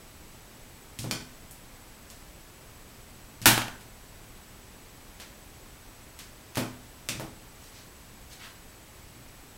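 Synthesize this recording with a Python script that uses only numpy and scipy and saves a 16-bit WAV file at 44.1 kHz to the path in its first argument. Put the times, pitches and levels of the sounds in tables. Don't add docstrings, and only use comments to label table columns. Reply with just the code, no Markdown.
import sys
import numpy as np
from scipy import signal
from scipy.fft import rfft, irfft
from scipy.io import wavfile
from scipy.ndimage import uniform_filter1d

SR = 44100
rng = np.random.default_rng(int(sys.argv[2]) if len(sys.argv) > 2 else 0)


def pcm_store(signal):
    levels = np.round(np.clip(np.atleast_2d(signal), -1, 1) * 32767)
    wavfile.write(sys.argv[1], SR, levels.astype(np.int16).T)


N = 422037
EVENT_N = 32768
AGE_S = np.arange(EVENT_N) / SR
FREQ_HZ = np.maximum(np.arange(EVENT_N // 2 + 1) * SR / EVENT_N, 1)


def undb(db):
    return 10 ** (np.asarray(db) / 20)


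def at_rms(x, db):
    return x * undb(db) / np.sqrt(np.mean(x ** 2))


def curve(points, hz):
    point_hz, value = np.transpose(points)
    return np.interp(np.log(hz), np.log(point_hz), value)


def add(out, t_s, sound):
    start = int(t_s * SR)
    out[start:start + len(sound)] += sound[:N - start]


def convolve(a, b):
    return signal.fftconvolve(a, b)[:EVENT_N]


def decay(t60_s):
    return np.exp(-np.log(1000) * AGE_S / t60_s)


def pulse(spectrum_db):
    cepstrum = irfft(spectrum_db * np.log(10) / 20)
    cepstrum[1:EVENT_N // 2] *= 2
    cepstrum[EVENT_N // 2 + 1:] = 0
    return irfft(np.exp(rfft(cepstrum)))


def hump_db(centre_hz, width_oct):
    return -11 * np.log10(1 + (np.log2(FREQ_HZ / centre_hz) / width_oct) ** 4)


def softness_db(cutoff_hz, order=2):
    return -10 * np.log10(1 + (FREQ_HZ / cutoff_hz) ** (2 * order))


def ring(modes, detune=0.0016):
    out = np.zeros(EVENT_N)
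    for hz, db, t60_s in modes:
        detuned_hz = hz * (1 + detune * rng.standard_normal())
        out += undb(db) * np.sin(2 * np.pi * detuned_hz * AGE_S) * decay(t60_s)
    return out


def plastic_ring(modes, polarity):
    out = np.zeros(EVENT_N)
    for k, (hz, width_hz, db) in enumerate(modes):
        gain = polarity ** k * undb(db) * 2 * np.pi * width_hz / SR
        out += gain * np.sin(2 * np.pi * hz * AGE_S) * np.exp(-np.pi * width_hz * AGE_S)
    return out


def crack(t60_s):
    burst = rng.standard_normal(EVENT_N) * decay(t60_s)
    return burst / np.linalg.norm(burst)


def bathroom(onset_s=0.0024, merge_s=0.014):
    # f/Hz, t60/s
    room_decay = [(60, 0.96), (250, 0.35), (700, 0.43), (1500, 0.44), (3000, 0.36), (6000, 0.37),
                  (14000, 0.24)]
    noise, scatter = rng.standard_normal((2, EVENT_N))
    spread = np.exp(-AGE_S / merge_s)
    onset = np.minimum(AGE_S / onset_s, 1) ** 2
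    echoes = rfft(noise * np.exp(spread * scatter - spread ** 2) * onset)
    centres_hz = np.transpose(room_decay)[0]
    tail = np.zeros(EVENT_N)
    for (_, t60_s), share in zip(room_decay, np.eye(len(centres_hz))):
        fade = decay(t60_s)
        band = irfft(echoes * np.interp(np.log(FREQ_HZ), np.log(centres_hz), share))
        tail += band * fade / np.linalg.norm(fade)
    return tail


def air_path(direct_db):
    return undb(direct_db) * (AGE_S == 0) + bathroom()


def hiss(noise_db=-49.5, hum_hz=120, hum_db=-65):
    # f/Hz, relative density/dB
    colour = [(10, -18), (20, -1.5), (45, -4), (87, -8), (122, -10), (160, -12), (240, -12.5), (450, -17),
              (1000, -20), (1500, -22.5), (2030, -22.5), (3540, -26.5), (7300, -28.5), (15500, -31)]
    hz = np.maximum(np.arange(N // 2 + 1) * SR / N, 1)
    noise = irfft(rfft(rng.standard_normal(N)) * undb(curve(colour, hz)), N)
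    hum = np.sin(2 * np.pi * hum_hz * np.arange(N) / SR)
    return at_rms(noise, noise_db) + at_rms(hum, hum_db)


def whine(frame_hz=14.983):
    # f/Hz, undipped rms level/dB, dip depth/0-1
    tones = [(5860, -82, 0), (7870, -63.5, 0.66), (11800, -79, 0), (15735, -95, 0)]
    t_s = np.arange(N) / SR
    idle = np.cos(2 * np.pi * (frame_hz * t_s - 1 / 3)) < 0
    dip = uniform_filter1d(idle.astype(float), size=100)
    return sum(at_rms(np.sin(2 * np.pi * hz * t_s), db) * (1 - depth * dip) for hz, db, depth in tones)


def scrape_and_brushes(width_oct=1.0, grain_db=4):
    # t/s, length/s, level before envelope/dB, centre f/Hz
    strokes = [(5.199, 0.039, -47.5, 2680), (7.59, 0.12, -55.5, 4500), (7.714, 0.11, -53.5, 3080),
               (8.297, 0.058, -49.5, 3780), (8.383, 0.11, -47, 2000)]
    out = np.zeros(N)
    for t_s, length_s, db, hz in strokes:
        slips = rng.standard_normal(EVENT_N) * undb(grain_db * rng.standard_normal(EVENT_N))
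        swell = np.sin(np.pi * np.minimum(AGE_S / length_s, 1))
        colour = pulse(hump_db(hz, width_oct))
        friction = convolve(at_rms(slips, db) * swell, colour / np.linalg.norm(colour))
        add(out, t_s, convolve(friction, air_path(direct_db=-1.2)))
    return out


def light_taps(t60_s=0.0062, cutoff_hz=14500, direct_db=-6):
    # t/s, level/dB, centre f/Hz
    taps = [(0.989, -3.2, 5140), (1.031, -13, 5500), (1.511, -13.5, 11000), (2.102, -14, 5800),
            (3.417, -6.5, 3600), (3.809, -19, 3600), (5.2, -9, 1300), (6.19, -7.5, 3080),
            (6.549, -12, 2100), (6.556, -1.5, 2240), (6.573, -2, 10500), (7.198, -13, 12000)]
    out = np.zeros(N)
    for t_s, db, hz in taps:
        width_oct = 1.17 * (3970 / hz) ** 0.5
        contact = pulse(db + hump_db(hz, width_oct) + softness_db(cutoff_hz, order=4))
        add(out, t_s, convolve(contact, undb(direct_db) * crack(t60_s) + bathroom()))
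    return out


def comb_drop():
    # t/s, level/dB, direct over room/dB
    landings = [(7.0882, 6.5, -1), (7.093, 6, -3)]
    # f/Hz, width/Hz, level/dB
    modes = [(620, 160, -7), (1150, 300, -7), (2200, 650, -2), (2590, 310, 2.5), (3620, 520, -3),
             (4580, 540, -2.5), (5800, 1300, -4), (7400, 1250, -4), (8650, 1400, -5.5),
             (10500, 1500, -11.5), (13200, 1500, -13)]
    clack = plastic_ring(modes, polarity=-1)
    out = np.zeros(N)
    for t_s, db, direct_db in landings:
        add(out, t_s, undb(db) * convolve(clack, air_path(direct_db)))
    return out


def hair_clip():
    # t/s, level/dB, cutoff/Hz, direct over room/dB
    snaps = [(1.1116, 11, 13000, -2.5), (6.572, 9.5, 3900, -20)]
    # f/Hz, width/Hz, level/dB
    modes = [(1170, 36, -12), (1530, 25, 2), (2500, 130, -2), (3200, 120, -3), (3560, 270, -6.5),
             (4600, 280, -2.5), (5270, 380, -3.5), (5930, 510, -8), (6970, 550, -7), (8340, 780, -10),
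             (9840, 550, -10), (11400, 640, -16), (14200, 900, -19)]
    out = np.zeros(N)
    for t_s, db, cutoff_hz, direct_db in snaps:
        snap = convolve(pulse(db + softness_db(cutoff_hz)), plastic_ring(modes, polarity=1))
        add(out, t_s, convolve(snap, air_path(direct_db)))
    return out


def cabinet_boom():
    # f/Hz, level/dB, t60/s
    modes = [(64, -54, .2), (117.5, -46, .44), (140, -50, .3), (214, -54, .35), (251, -53, .58),
             (324, -53, .45), (419, -58, .45), (643, -53, .22), (1070, -57, .25), (1460, -50, .2)]
    return ring(modes)


def counter_knocks(settle_s=0.018, air_db=-4, boom_db=-3.5):
    # t/s, level/dB, cutoff/Hz
    knocks = [(0.992, 15, 135), (1.043, 11.5, 420), (1.124, 13.5, 292), (3.416, 12, 140),
              (3.4745, 25.5, 140), (6.572, 17.5, 620), (7.0901, 6.5, 420), (7.154, 13, 130),
              (7.198, 8, 700)]
    # f/Hz, level/dB
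    colour = [(25, -20), (70, -9), (120, 1.5), (180, 3.5), (280, 4), (450, 2), (700, 4.5), (1500, 7),
              (16000, 29)]
    out = np.zeros(N)
    for t_s, db, cutoff_hz in knocks:
        delay_s = settle_s * np.exp(0.302 * rng.standard_normal())
        pushes = [(t_s, db, cutoff_hz), (t_s + delay_s, db - 5, cutoff_hz * 0.68)]
        for push_s, push_db, push_hz in pushes:
            push = pulse(push_db + softness_db(push_hz) + curve(colour, FREQ_HZ))
            response = undb(air_db) * air_path(direct_db=-6) + undb(boom_db) * cabinet_boom()
            add(out, push_s, convolve(push, response))
    return out


def heavy_tool(crack_t60_s=0.015, ring_db=-22, boom_db=-4):
    # t/s, level/dB
    blows = [(3.4575, 22.5), (3.466, 17), (3.4758, 11.5), (3.5784, 9.5), (3.618, 2.5), (3.682, -4.5)]
    # f/Hz, level/dB
    colour = [(40, -4), (90, -13), (250, 4), (480, -6), (700, -1), (880, 3), (1180, -1), (1500, 3.5),
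              (2000, -2), (3000, 0), (5000, -4.5), (8000, -4.5), (12000, -4), (16000, -7)]
    # f/Hz, level/dB, t60/s
    modes = [(783, -37, .42), (819, -36, .3), (885, -33, .5), (942, -35, .3), (1297, -38, .6),
             (1472, -39, .55), (1564, -39, .55), (1663, -39, .4), (1809, -38, .58), (1890, -41, .6),
             (2247, -41, .55), (2363, -41, .5), (2453, -30, .18), (3024, -38, .5), (3076, -32, .3),
             (3189, -33, .45), (4102, -38, .25), (4350, -37, .2), (4974, -39, .2), (5450, -37, .2)]
    edge_hz, side_hz, tip_s = 27000, 1400, 0.049
    landing_s = blows[0][0]
    out = np.zeros(N)
    for t_s, db in blows:
        cutoff_hz = side_hz + (edge_hz - side_hz) * np.exp(-(t_s - landing_s) / tip_s)
        contact = pulse(db + softness_db(cutoff_hz, order=1) + curve(colour, FREQ_HZ))
        ringing = undb(ring_db) * ring(modes) + undb(boom_db) * cabinet_boom()
        casing_db = 3 - 0.36 * db
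        casing = undb(casing_db) * crack(crack_t60_s)
        add(out, t_s, convolve(contact, casing + ringing + bathroom()))
    return out


def scene():
    impacts = light_taps() + hair_clip() + comb_drop() + counter_knocks() + heavy_tool()
    return (impacts + scrape_and_brushes() + hiss() + whine())[None]


def record(dry):
    cutoff_hz = 15800
    lowpass = signal.ellip(10, .2, 80, cutoff_hz, fs=SR, output="sos")
    return signal.sosfilt(lowpass, np.tanh(dry))


dry = scene()
out = record(dry)
pcm_store(out)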